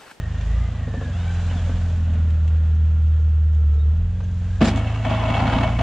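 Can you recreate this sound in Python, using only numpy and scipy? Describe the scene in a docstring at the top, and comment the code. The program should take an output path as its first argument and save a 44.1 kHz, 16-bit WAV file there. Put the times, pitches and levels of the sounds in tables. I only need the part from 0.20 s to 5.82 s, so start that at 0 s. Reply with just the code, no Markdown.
"""An exhaust booms and sags as a four-wheel drive with a front plow creeps up a snowy driveway.
Belts, intake and steering pump whine over hissing tyres, and the raised plow clunks in its mount. Then the
steel blade drops with a crunch of packed snow, and the engine pulls harder as the edge scrapes and judders.
Exhaust and whines are sine waves, most of them tied to the turning shaft; blows ring as fading sines;
rolling, crunching and scraping are random noise shaped by colours and resonances."""
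import sys
import numpy as np
from scipy import signal
from scipy.fft import rfft, irfft, next_fast_len
from scipy.io import wavfile
from scipy.ndimage import uniform_filter1d, map_coordinates

SR = 44100
rng = np.random.default_rng(int(sys.argv[2]) if len(sys.argv) > 2 else 0)


def log_audio(samples):
    """Write samples as a 16-bit WAV file to the path given in sys.argv[1]."""
    # one column per channel
    frames = np.atleast_2d(samples).T
    # limit to full scale, then quantise
    limited = np.clip(frames, -1, 1)
    pcm = np.round(limited * 32767).astype(np.int16)
    wavfile.write(sys.argv[1], SR, pcm)


N = 247842

# In these tables a dB level is relative: the layer's own function may trim it.
# "Fade time" is the time to fall by 60 dB. A "colour" is a noise spectrum.

# Space and stereo.
# How alike left and right are. Each row: pitch in Hz, likeness (1 is identical).
STEREO_LIKENESS = [(300, .99), (500, .84), (1000, .82), (2200, .95), (4000, .72), (8000, .25)]
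# Stereo balance. Each row: pitch in Hz, left minus right in dB.
BALANCE = [(100, -.35), (280, -.4), (600, 1.3), (1200, -.4), (2300, .7), (4500, -3), (8000, -1.5),
           (12000, 0)]
# Echo of the yard. Each row: pitch in Hz, fade time in seconds.
YARD_FADE = [(150, 0.89), (1500, 0.21), (9000, 0.084)]
YARD_DB = -35.5
TOP_HZ = 10600  # almost nothing passes above this

# Rolling and engine noise.
# Levels while driving. Each row: time in seconds, engine bay in dB, tyre hiss in dB, exhaust burble in dB.
ROLLING_LEVELS = [(0.03, -47, -61.5, -51.5), (0.27, -44.5, -57.5, -51), (0.64, -47, -61.5, -47),
                  (0.86, -46, -58.5, -45), (1.15, -43.5, -54.5, -51), (1.36, -42.5, -54.5, -44.5),
                  (1.67, -45.5, -57, -46.5), (1.91, -48, -62.5, -45.5), (2.37, -50.5, -65, -51),
                  (3.2, -54.5, -68, -58.5), (3.86, -54, -67, -53), (4.36, -49.5, -60, -54),
                  (5.3, -48, -57.5, -39.5)]
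BAY_DB, TYRES_DB, BURBLE_DB = 1, 2.5, 11.5  # added to those three columns
# Colour of the exhaust's gas puffs. Each row: pitch in Hz, level in dB per Hz.
BURBLE_COLOUR = [(22, -7), (45, 0.5), (100, 1), (160, -1), (230, -0.5), (300, -17), (380, -21.5),
                 (460, -29.5), (620, -15), (1200, -63.5)]
# Colour of the engine bay's clatter. Each row: pitch in Hz, level in dB per Hz.
BAY_COLOUR = [(230, -25.5), (350, -11.5), (450, -3.5), (560, -3.5), (720, -2.5), (950, -6.5), (1350, -7),
              (1750, -6.5), (2200, -13), (2750, -10.5), (3500, -13.5), (4500, -26.5), (6500, -43),
              (11000, -98)]
# Colour of tyres on snow. Each row: pitch in Hz, level in dB per Hz.
TYRE_COLOUR = [(2500, -34.5), (3600, -5), (5000, -7), (7200, -5), (8200, -14.5), (9500, -21.5),
               (11000, -34.5), (15000, -49)]
# Resonances of the air box. Each row: pitch in Hz, width in Hz, level in dB.
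AIR_BOX = [(439, 53, 4.5), (537, 27, -7.5)]
INTAKE_DB = -55.5
# Small cracks under the tyres: how many a second, level over the hiss column, random scatter.
CRUMBLE_HZ, CRUMBLE_DB, CRUMBLE_SPREAD_DB = 4.5, 1.5, 2

# Engine speed and exhaust.
# Speed of the crankshaft. Each row: time in seconds, turns per second.
CRANK_SPEED = [(0.0, 25.96), (0.22, 25.52), (0.44, 28.84), (0.73, 25.2), (1.01, 21.49), (1.53, 21.43),
               (2.15, 19.68), (3.33, 19.19), (3.49, 18.3), (3.69, 18.77), (3.83, 21.12), (3.99, 22.46),
               (4.2, 21.84), (4.34, 22.75), (4.61, 26.83), (5.29, 27.67), (5.62, 29.23)]
WAVER = 0.0021  # the engine speed wavers by this share
# The note depends on engine speed. An order is a multiple of that speed.
# Each row: turns per second, order 2 in dB, order 3 in dB, order 4 in dB, overtones in dB.
EXHAUST_NOTE = [(19.4, -39.5, -66.5, -15.5, -42.5), (18.35, -45.5, -55, -13, -42),
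                (21.37, -27, -56.5, -21.5, -36), (21.54, -33.5, -34.5, -22, -38.5),
                (24.45, -31.5, -27.5, -30, -38.5), (29.3, -20, -29.5, -31, -45.5)]
# What pushing snow adds. One number in dB for each of: order 2, order 3, order 4, overtones.
LOAD_BOOST_DB = [-4.5, 0, 7, -2.5]
LOAD_AT_S, LOAD_RISE_S = 4.315, 0.21  # the engine takes up the load of the blade
SURGE_DB = 0.3845  # order 2 swells as the engine picks up: dB per turn per s gained each second
# Uneven firing shakes the low orders. One number in dB for each of: order 2, order 3, order 4.
UNEVEN_FIRING_DB = [.8, 1.6, .4]
PULSE_SKEW = .8  # lean of the exhaust pulse, shared by its low orders, in radians
# Higher exhaust tones. Each row: multiple of the crank speed, level in dB.
EXHAUST_OVERTONES = [(3.5, 0.5), (4.5, -10), (5, 1), (6, 1), (7, -21.5), (8, -0.5), (9, -7.5), (10, 0.5),
                     (11, -10), (12, -4), (13, -5.5)]
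# Resonances of the silencer. Each row: pitch in Hz, level in dB.
SILENCER = [(95, -2), (112, 3), (130, -7.5), (155, 1.5), (178, 4), (215, -10), (260, -17)]

# Whines of engine and steering pump.
# Whines tied to the crank: three from the belt drive, and the intake's hum at 24 times crank speed.
# Each row: pitch as a multiple of the crank speed, level in dB.
CRANK_WHINES = [(71.8, 0), (68.7, -8), (42.5, -1), (24, 0)]
# Resonances that make these whines louder. Each row: pitch in Hz, level in dB over the bay column.
WHINE_RESONANCES = [(425, -8), (442, 5), (462, -9), (600, -14), (665, -7), (800, -17), (980, -15),
                    (1130, -8), (1270, -2), (1345, -1.5), (1415, -7.5), (1570, -8), (1710, 1.5), (1860, 0),
                    (2050, -6.5)]
# How these whines come and go. Each row: time in seconds, level in dB.
WHINE_LEVELS = [(0, 0), (.06, 1), (.09, -5), (.3, -3), (.4, 1), (.47, 0), (.53, -6), (.59, -6), (.64, 1),
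                (.7, -3), (.75, 1), (.88, 2), (.96, -3), (1.15, -1), (1.5, -4), (2, 0), (4.4, 0)]
# The steering pump during one turn of the wheel. Each row: time in seconds, pitch in Hz, level in dB.
STEERING = [(.80, 420, -70), (.84, 455, -51), (.89, 545, -49), (.92, 630, -50), (.96, 682, -48.5),
            (1.025, 744, -48.5), (1.11, 782, -46.5), (1.17, 798, -53), (1.26, 817, -55), (1.32, 808, -54),
            (1.38, 680, -46.5), (1.43, 605, -52), (1.49, 535, -55), (1.56, 450, -75), (1.6, 450, -120)]
PUMP_JITTER = .004  # the pump's pitch trembles by this share
# Resonances of the pump's hoses and bracket. Each row: pitch in Hz, level in dB.
PUMP_RESONANCES = [(430, 0), (535, 7), (620, -1), (780, -2), (880, -14), (1150, -12), (1350, -11),
                   (1440, -7), (1530, -1), (1650, -3), (1900, -17), (2150, -14), (2330, -5.5), (2480, -17),
                   (2880, -7), (3150, -10), (3400, -2), (3560, -7), (3720, -5), (3850, -14), (3940, -10),
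                   (4020, -4), (4120, -5), (4300, -14)]

# The hanging plow.
# Jolts in the mount. Each row: start in seconds, thud in dB, ring in dB, rattle in dB.
CLUNK_HITS = [(.674, -20.5, -28, -41), (.738, -22, -24.5, -43), (0.771, -17, -45, -49),
              (.811, -24.5, -26.5, -36), (.859, -24.5, -42, -49), (.884, -33, -37, -48),
              (1.296, -35, -45, -39), (1.31, -26, -42, -35.5), (1.491, -17, -27, -38),
              (1.549, -29, -36.5, -43.5), (4.002, -31, -38, -41.5)]
# Tones of the mount. Each row: pitch in Hz, level in dB, fade time in seconds.
MOUNT_TONES = [(339, -10.5, 0.19), (449, -2, 0.15), (541, -1, 0.12), (652, -4.5, 0.07), (722, -10, 0.15),
               (1130, -8, 0.042)]
# Tones of the lift arm. Each row: pitch in Hz, level in dB, fade time in seconds.
ARM_TONES = [(151, -6, 0.08), (242.4, 0.5, .14), (289.6, -9, 0.091)]
# Colour of loose pins. Each row: pitch in Hz, level in dB per Hz.
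RATTLE_COLOUR = [(400, -8.5), (650, 2.5), (1100, 0), (2000, -8.5), (3100, -12), (4500, -20.5), (9000, -38)]
# Cracking crusts of snow. Each row: start in seconds, level in dB.
CRUST_CRACKS = [(0.21, -38), (.8444, -46), (1.4594, -42.5), (1.935, -44.5), (2.102, -44), (2.276, -40.5),
                (2.866, -54), (3.346, -47.5), (3.54, -49), (4.042, -48), (4.5583, -31), (4.572, -35.5),
                (4.588, -39)]
# Colour of a breaking crust. Each row: pitch in Hz, level in dB per Hz.
CRACK_COLOUR = [(1500, -11), (2700, 8.5), (3700, 3), (5000, -8), (7200, -2), (9000, -17.5), (11000, -34),
                (15000, -58)]
# Squeaks of steel joints. Each row: middle in seconds, pitch in Hz, peak level in dB, half length in seconds.
JOINT_SQUEAKS = [(.847, 3660, -48.5, 0.0082), (1.307, 3000, -44, 0.013), (3.61, 3750, -53.5, 0.02),
                 (4.042, 6300, -56, 0.0082), (4.462, 7230, -34.5, 0.013), (4.479, 5040, -35, 0.01)]

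# The blade lands.
# Contacts as it lands and settles.
# Each row: start in seconds, thud in dB, clang in dB, crunch in dB, fade time of clang and crunch in seconds.
LANDING_HITS = [(4.406, -27.5, -18, -48, 0.13), (4.4116, -2, -22.5, -39, 0.33),
                (4.424, -13, -35.5, -42, 0.082), (4.441, -22, -27.5, -34, 0.14),
                (4.453, -32, -36.5, -35.5, 0.13), (4.473, -14.5, -25, -32, .1),
                (4.482, -36, -27, -35.5, 0.066)]
# Tones of the plow frame. Each row: pitch in Hz, level in dB, fade time in seconds.
FRAME_TONES = [(131, -3, .05), (166, -16.5, .3), (171, -12, .11), (214, -8, .3), (235, -10.5, .26),
               (283, -4.5, .09), (347, -23, .34), (392, -31, .35), (483, -28, .14), (622, -23, .25),
               (670, -28, .3), (1170, -29, .15), (1400, -28, .2)]
THUD_ATTACK_S = .0026  # the frame's blows are cushioned by snow
# Colour of crushed snow. Each row: pitch in Hz, level in dB per Hz.
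CRUNCH_COLOUR = [(500, -39), (1500, 2), (3000, 0), (5000, -4), (6300, -8), (7500, -11), (9500, -19.5),
                 (11000, -32), (15000, -37)]
# Colour of the loose lift arm's rattle. Each row: pitch in Hz, level in dB per Hz.
LINKAGE_COLOUR = [(130, -15), (240, 3), (330, -4), (480, -4), (680, -9), (1200, -31.5), (3000, -49),
                  (8000, -103)]
# Resonances of the steel blade. Each row: pitch in Hz, width in Hz, level in dB.
BLADE_BODY = [(510, 22, -11), (620, 22, -7), (654, 18, 2), (720, 30, -6), (790, 26, -3), (875, 18, -2),
              (924, 18, -3), (987, 18, -4), (1033, 16, -4), (1119, 16, -6), (1241, 20, -8), (1332, 20, -11),
              (1455, 40, -13)]
# Resonances of its cutting edge. Each row: pitch in Hz, width in Hz, level in dB.
EDGE_BODY = [(1818, 30, -11), (1960, 30, -13), (2230, 30, 0), (2560, 60, -11), (2680, 80, -8),
             (3020, 36, -6), (3310, 50, -10)]
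# Colour of steel grinding on grit. Each row: pitch in Hz, level in dB per Hz.
GRIND_COLOUR = [(400, -14), (560, -4), (660, 2), (900, -6.5), (1250, -7), (1850, -11.5), (2200, -14),
                (2390, -24), (2550, -11), (2800, -14), (3400, -17), (4200, -24.5), (5500, -33),
                (7000, -33.5), (10000, -69.5), (14000, -88)]

# The edge snags and scrapes.
# Snags on ridges of ice. Each row: start in seconds, thump in dB, bite in dB.
ICE_SNAGS = [(4.846, -42, -23.5), (4.86, -19, -37.5), (4.905, -21, -23), (4.95, -28, -28), (5.05, -23, -26),
             (5.097, -16, -22.5), (5.137, -31, -20), (5.199, -24, -22), (5.221, -18, -28.5),
             (5.28, -24.5, -25.5), (5.325, -20, -21.5), (5.36, -19, -23), (5.408, -18, -27),
             (5.43, -19, -24), (5.478, -19, -29), (5.588, -24, -23)]
SNAG_S = 0.072  # fade time of a bite
# How hard the edge bears on the pavement. Each row: time in seconds, scrape in dB, judder in dB.
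EDGE_PUSH = [(4.44, -100, -100), (4.47, -35.5, -28), (4.56, -34.5, -25.5), (4.68, -40, -37),
             (4.83, -42.5, -39), (4.856, -29.5, -32.5), (4.895, -31, -30.5), (4.907, -27, -27.5),
             (5.01, -28.5, -32.5), (5.116, -26.5, -28.5), (5.2, -26.5, -26), (5.28, -27, -22.5),
             (5.37, -24, -24.5), (5.45, -26.5, -25.5), (5.5, -31, -26), (5.54, -32.5, -39.5),
             (5.582, -42.5, -38), (5.59, -28, -32)]
# The edge's ring: its level at full scrape, that scrape level, dB gained per dB of scrape.
EDGE_DB, EDGE_FULL_DB, EDGE_GROWS = -33.5, -23, 0.76
# The contact slides along the edge. Each row: time in seconds, share of the blade's ring in its upper modes.
CONTACT_SHARE = [(4.5, .35), (4.92, .3), (5.02, .6), (5.14, .78), (5.3, .75), (5.38, .55), (5.5, .45),
                 (5.62, .35)]
UPPER_HZ = 760  # the blade's upper modes start here
RING_DB = -1.5  # the blade's ring over the scrape level
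# As the contact moves, resonances swell and fade, and shift in pitch by this share.
WANDER_DB, DRIFT = 2.2, .004
# Stones under the edge: how many a second, level over the scrape, random scatter, decay constant.
GRIT_HZ, GRIT_DB, GRIT_SPREAD_DB, GRIT_S = 130, -6, 3.5, .0025
# Resonances of the juddering frame. Each row: pitch in Hz, width in Hz, level in dB.
JUDDER_BODY = [(128, 22, -7.5), (160, 25, -0.5), (205, 19, -0.5), (242, 20, -2), (266.8, 13, 1),
               (350, 39, -11.5)]
# Loose snow slides up the blade before it digs in.
SKIM_S, SKIM_LENGTH_S, SKIM_FADE_S, SKIM_DB = 4.47, 0.32, 0.2, -40
# Colour of sliding snow. Each row: pitch in Hz, level in dB per Hz.
SNOW_COLOUR = [(500, 5), (800, 1), (1600, 2), (2350, -7), (2750, 3.5), (3300, -7), (4200, -17),
               (5500, -20.5), (7000, -19.5), (9500, -39), (14000, -56)]


def amp(db):
    """Turn decibels into a multiplier."""
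    return 10 ** (np.asarray(db) / 20)


def unit(x):
    """Scale to an average strength (rms) of 1."""
    return x / np.sqrt(np.mean(x ** 2) + 1e-20)


def along(points, hz):
    """Read between (Hz, value) points, with pitch on a log scale."""
    f, v = np.transpose(points)
    return np.interp(np.log(hz + 1), np.log(f + 1), v)


def clock():
    """The time of each sample in seconds."""
    return np.arange(N) / SR


def curves(rows):
    """One line of values, straight between rows, for each column after the time."""
    s, *cols = np.transpose(rows)
    return [np.interp(clock(), s, c) for c in cols]


def wobble(rate):
    """A smooth random curve of rms 1, through `rate` random points a second."""
    return unit(map_coordinates(rng.standard_normal(int(N * rate / SR) + 4), [clock() * rate]))


def angle(hz):
    """Running phase of a changing frequency, in radians."""
    return 2 * np.pi * np.cumsum(hz) / SR


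def filtered(x, response):
    """Multiply the spectrum of x by a response, with spare room for the ringing."""
    m = next_fast_len(N + SR // 2)
    return irfft(rfft(x, m) * response(np.fft.rfftfreq(m, 1 / SR)), m)[..., :N]


def colour(points):
    """Response of a (Hz, dB) spectrum, falling away below its first point."""
    return lambda f: amp(along(points, f)) * np.minimum(f / points[0][0], 1) ** 2


def body(modes):
    """Response of an object that resonates at each (Hz, width, dB), with alternating signs."""
    def response(f):
        total = 0
        for k, (centre, width, db) in enumerate(modes):
            resonance = 1j * f * width / (centre * centre - f * f + 1j * f * width)
            total = total + (-1) ** k * amp(db) * resonance
        return total
    return response


def shaken(response, force):
    """Random contact shakes a body; the stereo output has the rms of the force."""
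    size = np.sqrt(np.mean(np.abs(response(np.fft.rfftfreq(SR, 1 / SR))) ** 2))
    drive = rng.standard_normal((2, N)) * force / size

    def shared_and_wide(f):
        turn = np.arccos(np.clip(along(STEREO_LIKENESS, f), -1, 1)) / 2
        return response(f) * np.array([np.cos(turn), np.sin(turn)])

    mid, side = filtered(drive, shared_and_wide)
    return np.array([mid + side, mid - side])


def blow(s, t60, attack):
    """Loudness of a contact at time s: a quick rise, then an even fall in dB."""
    t = np.maximum(clock() - s, 0)
    return amp(-60 * np.minimum(t / t60, 3)) * (1 - np.exp(-t / attack))


def held(s, length, attack, release):
    """Loudness that rises at time s, holds until `length` has passed, then dies away."""
    t = clock() - s
    return np.clip(t / attack, 0, 1) * np.exp(-np.maximum(t - length, 0) / release)


def struck(modes, s, attack):
    """(Hz, dB, fade time) tones ringing after a blow at time s, each at a new strength."""
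    t = np.arange(SR) / SR
    ring = 0
    for k, (hz, db, t60) in enumerate(modes):
        fading_db = db + rng.normal(0, 1) - 60 * t / t60
        ring = ring + (-1) ** k * amp(fading_db) * np.sin(2 * np.pi * hz * t)
    return np.pad(ring * (1 - np.exp(-t / attack)), (round(s * SR), N))[:N]


def ragged(phase, rate):
    """A tone that flutters in strength and phase, as if heard over several shifting paths."""
    flutter = wobble(rate) * np.sin(phase) + wobble(rate) * np.cos(phase)
    return .7 * np.sin(phase) + .5 * flutter


def yard(x):
    """House walls and trees return a short, thin tail of fading noise."""
    hz, t, z = signal.stft(rng.standard_normal((2, SR // 2)), SR, nperseg=256)
    fade = amp(-60 * t / along(YARD_FADE, hz)[:, None])
    tail = signal.istft(z * fade, SR, nperseg=256)[1]
    return signal.fftconvolve(x, tail / np.linalg.norm(tail[0]), axes=1)[:, :N]


def running(crank):
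    """Gas puffs, intake noise and valve clatter follow the shaft; tyres hiss and crumble through grainy snow."""
    bay_db, hiss_db, burble_db = curves(ROLLING_LEVELS)
    puffs = unit(1 + 0.68 * np.cos(2 * crank))
    clatter = unit(1 + 0.066 * np.cos(4 * crank) + 0.068 * np.cos(crank))
    burble = shaken(colour(BURBLE_COLOUR), amp(burble_db + BURBLE_DB) * puffs)
    intake = shaken(body(AIR_BOX), amp(INTAKE_DB) * puffs)
    bay = shaken(colour(BAY_COLOUR), amp(bay_db + BAY_DB + 0.61 * wobble(15)) * clatter)
    grains = unit(amp(1.1 * wobble(350)))
    tyres = shaken(colour(TYRE_COLOUR), amp(hiss_db + TYRES_DB) * grains)

    crumbs = 0
    for s in np.cumsum(rng.exponential(1 / CRUMBLE_HZ, size=20)):
        strength = amp(rng.normal(CRUMBLE_DB, CRUMBLE_SPREAD_DB))
        crumbs = crumbs + strength * blow(s, t60=0.055, attack=.0006)
    crumble = shaken(colour(TYRE_COLOUR), amp(hiss_db) * crumbs)
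    return burble + intake + bay + tyres + crumble


def exhaust(speed, crank):
    """Low orders throb together once a turn; overtones slide through the silencer's resonances."""
    load = np.clip((clock() - LOAD_AT_S) / LOAD_RISE_S, 0, 1)
    pickup = uniform_filter1d(np.gradient(speed) * SR, size=SR // 8)  # turns per s gained each second
    turns, *parts = np.transpose(EXHAUST_NOTE)
    levels = [np.interp(speed, turns, part) + db * load for part, db in zip(parts, LOAD_BOOST_DB)]
    two_db, three_db, four_db, over_db = levels
    orders_db = (two_db + SURGE_DB * pickup, three_db, four_db)

    boom = 0
    for k, (db, uneven) in enumerate(zip(orders_db, UNEVEN_FIRING_DB), 2):
        boom = boom + amp(db + uneven * wobble(16)) * np.sqrt(2) * np.cos(k * crank + PULSE_SKEW)

    upper = 0
    for k, db in EXHAUST_OVERTONES:
        level = amp(db + along(SILENCER, k * speed) + 0.34 * wobble(4.2))
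        upper = upper + level * np.sqrt(2) * np.sin(k * crank + rng.uniform(0, 2 * np.pi))
    return boom + amp(over_db - 2.0) * upper


def whines(speed, crank):
    """Belt drive and intake tones follow the crank; the steering pump's tone climbs and falls in the turn."""
    whine_db = curves(ROLLING_LEVELS)[0] + curves(WHINE_LEVELS)[0]
    crank_tones = 0
    for k, db in CRANK_WHINES:
        level = amp(whine_db + db + along(WHINE_RESONANCES, k * speed))
        crank_tones = crank_tones + level * ragged(k * crank + .5 * wobble(60), rate=120)

    pump_hz, pump_db = curves(STEERING)
    vanes = angle(pump_hz * (1 + PUMP_JITTER * wobble(140)))
    pump = 0
    for k in range(1, 6):  # harmonics flare as they glide through resonances
        level = amp(pump_db + along(PUMP_RESONANCES, k * pump_hz))
        pump = pump + level * np.sqrt(2) * ragged(k * vanes, rate=70)
    return crank_tones + pump


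def jolts():
    """Blows ring the hanging plow's arm and mount, pins rattle, joints squeak and snow crusts crack."""
    clunks, pins = 0, 0
    for s, thud_db, ring_db, rattle_db in CLUNK_HITS:
        clunks = clunks + amp(thud_db - 7.5) * struck(ARM_TONES, s, attack=0.005)
        clunks = clunks + amp(ring_db - 6.5) * struck(MOUNT_TONES, s, attack=0.0008)
        pins = pins + amp(rattle_db) * blow(s, t60=0.091, attack=0.00073)
    rattle = shaken(colour(RATTLE_COLOUR), pins * unit(amp(3.1 * wobble(250))))

    breaking = sum(amp(db - 3.5) * blow(s, t60=0.074, attack=.0006) for s, db in CRUST_CRACKS)
    cracks = shaken(colour(CRACK_COLOUR), breaking)

    squeaks = 0
    for s, hz, db, half in JOINT_SQUEAKS:
        swell = np.exp(-((clock() - s) / half) ** 2)
        squeaks = squeaks + amp(db) * swell * np.sin(angle(hz * (1 + 0.0088 * wobble(330))))
    return clunks + rattle + cracks + squeaks


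def landing():
    """Each contact thumps the frame, rattles the blade and crushes snow under the edge."""
    thud, clang, crunch = 0, 0, 0
    for s, thud_db, clang_db, crunch_db, t60 in LANDING_HITS:
        thud = thud + amp(thud_db) * struck(FRAME_TONES, s, attack=THUD_ATTACK_S)
        contact = blow(s, t60, attack=0.0022)
        clang = clang + amp(clang_db) * contact
        crunch = crunch + amp(crunch_db) * contact
    steel = shaken(body(BLADE_BODY + EDGE_BODY), amp(-20.0) * clang)
    grind = shaken(colour(GRIND_COLOUR), amp(-3.5) * clang)
    linkage = shaken(colour(LINKAGE_COLOUR), amp(-3.5) * clang)  # the loose lift arm, dull and broad
    snow = shaken(colour(CRUNCH_COLOUR), amp(2.5) * crunch * unit(amp(2 * wobble(630))))
    return thud + steel + grind + linkage + snow


def snags():
    """Each ridge of ice thumps the lift arm and makes the edge bite and ring."""
    thumps = sum(amp(db - 1) * struck(ARM_TONES, s, attack=0.0028) for s, db, _ in ICE_SNAGS)
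    bites = sum(amp(db) * blow(s, SNAG_S, attack=.0015) for s, _, db in ICE_SNAGS)
    grind = shaken(colour(GRIND_COLOUR), amp(-2.5) * bites)
    edge = shaken(body(EDGE_BODY), amp(-8.5) * bites)
    return thumps + grind + edge


def stones():
    """Force of single stones breaking under the edge at random moments, rms 1."""
    strengths = amp(GRIT_SPREAD_DB * np.clip(rng.standard_normal(N), -2, 2))
    hits = (rng.random(N) < GRIT_HZ / SR) * strengths
    return unit(signal.lfilter([1], [1, -np.exp(-1 / (GRIT_S * SR))], hits))


def ringing(force):
    """The blade's lower and upper modes trade strength as the contact point moves."""
    share, = curves(CONTACT_SHARE)
    lower = body([mode for mode in BLADE_BODY if mode[0] < UPPER_HZ])
    upper = body([mode for mode in BLADE_BODY if mode[0] >= UPPER_HZ])
    return shaken(lower, force * np.sqrt(1 - share)) + shaken(upper, force * np.sqrt(share))


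def wandering(x):
    """Narrow bands of x swell and fade on their own while its pitch drifts a little."""
    z = signal.stft(x, nperseg=2048)[2]
    field = uniform_filter1d(rng.standard_normal(z.shape[1:]), size=3, axis=0)
    field = unit(uniform_filter1d(field, size=5, axis=1))
    streaked = signal.istft(z * amp(WANDER_DB * field), nperseg=2048)[1][:, :N]
    wave = wobble(7)
    lag = DRIFT * wave / np.std(np.diff(wave))  # reading early or late bends the pitch
    return np.array([map_coordinates(side, [np.arange(N) + lag]) for side in streaked])


def scraping():
    """The edge grinds over dense grit, ringing blade and frame, while snow slides up its face."""
    scrape_db, judder_db = curves(EDGE_PUSH)
    slips = 1.3 * wobble(170) + 0.76 * wobble(30)

    def grains():  # each part of the edge bites on its own
        return unit(amp(slips + 1.5 * wobble(900)))

    ring = ringing(amp(scrape_db + RING_DB) * grains())
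    edge_db = EDGE_DB + EDGE_GROWS * (scrape_db - EDGE_FULL_DB)
    edge = shaken(body(EDGE_BODY), amp(edge_db) * grains())
    grit = shaken(colour(GRIND_COLOUR), amp(scrape_db - 6.0) * grains())
    grit = grit + shaken(colour(GRIND_COLOUR), amp(scrape_db + GRIT_DB) * stones())
    frame = shaken(body(JUDDER_BODY), amp(judder_db - 2.5) * unit(amp(1.5 * slips)))
    skim = amp(SKIM_DB) * held(SKIM_S, SKIM_LENGTH_S, SKIM_FADE_S, SKIM_FADE_S)
    snow = shaken(colour(SNOW_COLOUR), skim * unit(amp(3.4 * wobble(200))))
    return wandering(ring + grit + snow) + edge + frame


def scene():
    """Engine, tyres, whines and plow together; the plow and whines also echo in the yard."""
    speed, = curves(CRANK_SPEED)
    crank = angle(speed * (1 + WAVER * wobble(14)))
    plow_and_whines = whines(speed, crank) + jolts() + landing() + snags() + scraping()
    echo = amp(YARD_DB) * yard(plow_and_whines)
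    return running(crank) + exhaust(speed, crank) + plow_and_whines + echo


def record(dry):
    """Left and right differ a little in colour; a steep cut removes the highest treble."""
    def response(f):
        sides = amp(along(BALANCE, f) * np.array([[.5], [-.5]]))
        return sides / np.sqrt(1 + (f / TOP_HZ) ** 40)
    return filtered(dry, response)


dry = scene()
out = record(dry)
log_audio(out)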